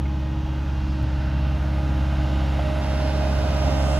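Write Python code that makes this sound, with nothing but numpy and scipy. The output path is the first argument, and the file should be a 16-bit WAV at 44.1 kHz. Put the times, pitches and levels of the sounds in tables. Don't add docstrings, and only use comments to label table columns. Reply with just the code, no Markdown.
import sys
import numpy as np
from scipy import signal
from scipy.fft import rfft, irfft
from scipy.io import wavfile

SR = 44100
rng = np.random.default_rng(int(sys.argv[2]) if len(sys.argv) > 2 else 0)


def log_audio(samples):
    frames = np.atleast_2d(samples).T
    limited = np.clip(frames, -1, 1)
    pcm = np.round(limited * 32767).astype(np.int16)
    wavfile.write(sys.argv[1], SR, pcm)


N = 175959


def amp(db):
    return 10 ** (np.asarray(db) / 20)


def rms_one(x):
    return x / np.sqrt(np.mean(x ** 2) + 1e-20)


def in_time(rows):
    s, *columns = np.transpose(rows)
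    return [np.interp(np.arange(N) / SR, s, c) for c in columns]


def bin_hz():
    return np.arange(N // 2 + 1) * SR / N


def at_hz(points):
    table_hz, values = np.transpose(points)
    return np.interp(np.log(np.maximum(bin_hz(), 1)), np.log(table_hz), values)


def drift(pole_hz):
    step, settle = 40, 2000
    r = np.exp(-2 * np.pi * pole_hz * step / SR)
    noise = rng.standard_normal(N // step + 2 + settle)
    slow = signal.lfilter([1], [1, -2 * r, r * r], noise)[settle:]
    return np.interp(np.arange(N) / step, np.arange(len(slow)), rms_one(slow))


def panned(x, pan_db):
    return np.array([x * amp(pan_db / 2), x * amp(-pan_db / 2)])


def exhaust(cycle, level_db):
    # multiple of the four-firing cycle, relative_level_db
    exhaust_tones = [(3, -18), (4, 1), (5, -17.5), (6, -20), (7, -16), (8, -7), (10, -25.5), (11, -23),
                     (12, -17.5), (16, -27)]
    firing_waver_db, odd_waver_db = .5, 2.5
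    out = 0
    for k, db in exhaust_tones:
        k = round(k)
        if k % 4 == 0:
            start_rad, waver_db = 0, firing_waver_db
        else:
            start_rad = rng.uniform(0, 2 * np.pi) + drift(0.89)
            waver_db = odd_waver_db
        gain = amp(db + waver_db * drift(2.15))
        out = out - gain * np.cos(2 * np.pi * k * cycle + start_rad)
    return np.sqrt(2) * amp(level_db) * out


def shaft_tone(cycle, multiple):
    jitter_cycles = .0006
    turns = cycle + jitter_cycles * drift(16.0)
    return np.sqrt(2) * np.cos(2 * np.pi * (round(multiple) * turns + rng.random()))


def whine(cycle, near):
    # time_s, level_db
    pump_load = [(0, -55), (.7, -58), (1.1, -48.5), (1.6, -45), (2.5, -48), (2.66, -36), (3.2, -34.5),
                 (3.6, -36.5), (3.99, -33)]
    # multiple of the cycle (rounded in use), far_db, near_db,
    # pan_db (left minus right, scaled by nearness)
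    whine_tones = [(18, -38, -39, 2.5), (24, -56.5, -47, 9), (32, -55, -41, -10), (48, -50.5, -41.5, -8),
                   (54, -55, -57, 7), (72, -57, -48.5, -10), (107.7, -66, -62, -19),
                   (145.2, -61.5, -59, 13), (160.8, -61.5, -55.5, 1), (182.6, -76, -59, -6),
                   (189, -64, -63, 6), (213, -86, -59, -2)]
    pump_multiple, pump_pan_db, pump_waver_db = 36, -8, 1.6
    waver_db = .25
    [load_db] = in_time(pump_load)
    pump_gain = amp(load_db + pump_waver_db * drift(6.2))
    out = panned(pump_gain * shaft_tone(cycle, pump_multiple), pump_pan_db)
    for k, far_db, near_db, pan_db in whine_tones:
        distance_db = far_db + near * (near_db - far_db)
        gain = amp(distance_db + waver_db * np.sqrt(k) * drift(2.7))
        out += panned(gain * shaft_tone(cycle, k), pan_db * near - 1.5)
    return out


def repeating_contacts(cycle):
    loop_samples, renew_hz = 2600, 1.76
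    loops = rng.standard_normal((4, loop_samples))
    weights = np.array([drift(renew_hz) for _ in loops])
    position = (cycle % 1 * loop_samples).astype(int)
    return np.sum(weights * loops[:, position], axis=0) / np.linalg.norm(weights, axis=0)


def patchy(x):
    # time_s, level_db
    presence = [(0, -1), (.7, 1.5), (1.5, 1.5), (2.3, 1.5), (3.0, 1), (3.4, -0.5), (3.7, -2), (3.99, -1.5)]
    low_hz, high_hz, patchy_db = 1100, 6000, .7
    [presence_db] = in_time(presence)
    spectrum = rfft(x)

    def half_octave(hz):
        return 2 * np.log2(1 + hz / 150)

    band = np.round(half_octave(bin_hz()))
    out = 0
    for k in np.unique(band):
        in_middle = half_octave(low_hz) < k < half_octave(high_hz)
        gain = amp(patchy_db * drift(1.34) + presence_db * in_middle)
        out = out + gain * irfft(spectrum * (band == k), N)
    return out


def clatter_sources(cycle):
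    # frequency_hz, share_0_to_1
    repeating = [(100, 0.03), (600, 0.29), (1500, 0.45), (4000, 0.45)]
    throb_db = 0.6
    share = np.clip(at_hz(repeating), 0, 1)
    throb = amp(throb_db * np.cos(2 * np.pi * 4 * cycle))
    fresh, diffuse = rfft(throb * rng.standard_normal((2, N)))
    mixed = np.sqrt(share) * rfft(repeating_contacts(cycle)) + np.sqrt(1 - share) * fresh
    return rfft(patchy(irfft(mixed, N))), diffuse


def side_source(direct, diffuse):
    # frequency_hz, share_0_to_1
    louder_right = [(100, 0), (700, 0.51), (1500, 0.21), (3000, 0.02)]
    # frequency_hz, share_0_to_1
    earlier_right = [(300, 0.14), (1500, 0.15), (3500, 0.45), (7000, .05)]
    louder = np.clip(at_hz(louder_right), 0, .6)
    earlier = np.clip(at_hz(earlier_right), 0, .4)
    from_right = -(np.sqrt(louder) + 1j * np.sqrt(earlier)) * direct
    return from_right + np.sqrt(1 - louder - earlier) * diffuse


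def clatter(cycle, near):
    # frequency_hz, relative_db_per_hz
    far_colour = [(20,-23), (59,-2), (80,-18), (145,-15), (256,-17), (330,-21), (420,-32.5), (607,-24),
                  (734,-31.5), (850,-24), (1100,-31), (1520,-29), (1750,-36), (2050,-37), (2320,-40),
                  (2760,-37), (3800,-42.5), (6050,-48), (8300,-63), (9800,-70), (12300,-58), (12700,-97),
                  (13700,-69), (14000,-69), (16000,-65)]
    near_colour = [(20,-35), (48,-19), (76,-7), (145,-13), (242,-10), (354,-19.5), (470,-23.5), (640,-10.5),
                   (818,-17.5), (950,-21), (1130,-26.5), (1520,-20.5), (1740,-31.5), (2100,-25.5),
                   (2320,-34.5), (2760,-28), (3450,-34.5), (3700,-31.5), (4150,-36), (5140,-39.5),
                   (7110,-43.5), (8400,-52.5), (9800,-55.5), (10700,-44.5), (12300,-55), (12700,-82),
                   (13700,-80), (14000,-53), (16000,-55)]
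    # frequency_hz, relative_db_per_hz
    far_side_colour = [(20,-50), (60,-26), (300,-34.5), (700,-57), (1700,-54.5), (2200,-70), (7500,-102),
                       (7800,-58), (10300,-63), (12000,-69), (14400,-66), (14800,-88)]
    near_side_colour = [(20,-48), (70,-17.5), (300,-22.5), (700,-22), (1500,-33.5), (3200,-31), (4300,-38),
                        (5300,-29), (6700,-47), (8000,-43), (10300,-52), (12000,-54), (14400,-50),
                        (14800,-82)]
    far_level_db, near_level_db = -33.5, -27
    widen_s, widen_rise_s, wide_low_hz, wide_high_hz = 2.8, 0.017, 1800, 7940

    direct, diffuse = clatter_sources(cycle)
    apart = side_source(direct, diffuse)
    far_mid = irfft(amp(at_hz(far_colour)) * direct, N)
    far_side = irfft(amp(at_hz(far_side_colour)) * apart, N)
    near_mid = irfft(amp(at_hz(near_colour)) * direct, N)
    near_apart = amp(at_hz(near_side_colour)) * apart
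    in_wide = (bin_hz() > wide_low_hz) & (bin_hz() < wide_high_hz)
    widening = np.clip((np.arange(N) / SR - widen_s) / widen_rise_s, 0, 1)
    near_side = irfft(near_apart * ~in_wide, N) + widening * irfft(near_apart * in_wide, N)

    sign = np.array([[1], [-1]])
    far = rms_one(far_mid + sign * far_side)
    close = rms_one(near_mid + sign * near_side)
    near = np.clip(near, 0, 1.2)
    return (1 - near) * amp(far_level_db) * far + near * amp(near_level_db) * close


def burst(start_s, level_db, low_hz, high_hz, length_s):
    t = np.maximum(np.arange(N) / SR - start_s, 0) / length_s
    band = signal.butter(2, [low_hz, high_hz], "band", fs=SR, output="sos")
    noise = rms_one(signal.sosfilt(band, rng.standard_normal(N)))
    return amp(level_db) * noise * (3 * t * np.exp(1 - 3 * t))


def ticks():
    # start_s, level_db, low_hz, high_hz, length_s
    tick_rows = [(.053, -45, 2100, 2220, .014), (.053, -46, 2470, 2580, .014),
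                 (1.026, -59, 7800, 15500, .009), (2.590, -27, 550, 850, .008)]
    return sum(burst(*row) for row in tick_rows)


def swells(rows):
    out = 0
    for time_s, level_db, base_hz, length_s in rows:
        out = out + burst(time_s - length_s / 2, level_db, base_hz / 0.88, base_hz * 1.58, length_s)
    return out


def bumps():
    # time_s, level_db, base_hz, length_s
    bump_rows = [(1.05, -28, 70.6, 0.11), (3.699, -32, 202, 0.065)]
    return swells(bump_rows)


def scrapes():
    # time_s, level_db, base_hz, length_s
    scrape_rows = [(3.05, -46, 1100, 0.44), (3.3, -55.5, 2860, 0.69), (4.05, -53, 5800, 0.58)]
    return swells(scrape_rows)


def scene():
    # time_s, four_firing_cycle_hz, exhaust_level_db
    engine = [(0, 17.17, -25), (.3, 17.36, -26), (.55, 17.31, -26.5), (.9, 17.18, -25.5), (1.15, 17.0, -25),
              (1.5, 17.06, -24), (2.25, 17.11, -23.5), (2.5, 16.96, -24), (2.7, 17.09, -24),
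              (3.1, 17.11, -24), (3.99, 17.01, -23)]
    # time_s, nearness (0 far, 1 close)
    nearness = [(0, 0.017), (.7, 0.038), (1.2, 0.092), (1.7, 0.17), (2.2, 0.29), (2.7, 0.44), (3.1, 0.57),
                (3.5, 0.78), (3.7, 1), (3.99, 0.93)]
    cycle_hz, level_db = in_time(engine)
    [near] = in_time(nearness)
    cycle = np.cumsum(cycle_hz) / SR
    knocks = ticks() + bumps() + scrapes()
    body = panned(exhaust(cycle, level_db) + knocks, -0.3 - 0.95 * near)
    return body + whine(cycle, near) + clatter(cycle, near)


def record(dry):
    bass_cut_hz, top_stop_hz, stop_db = 30, 15860, 60
    high_pass = signal.butter(2, bass_cut_hz, "high", fs=SR, output="sos")
    low_pass = signal.cheby2(24, stop_db, top_stop_hz, fs=SR, output="sos")
    return signal.sosfilt(low_pass, signal.sosfilt(high_pass, dry))


dry = scene()
out = record(dry)
log_audio(out)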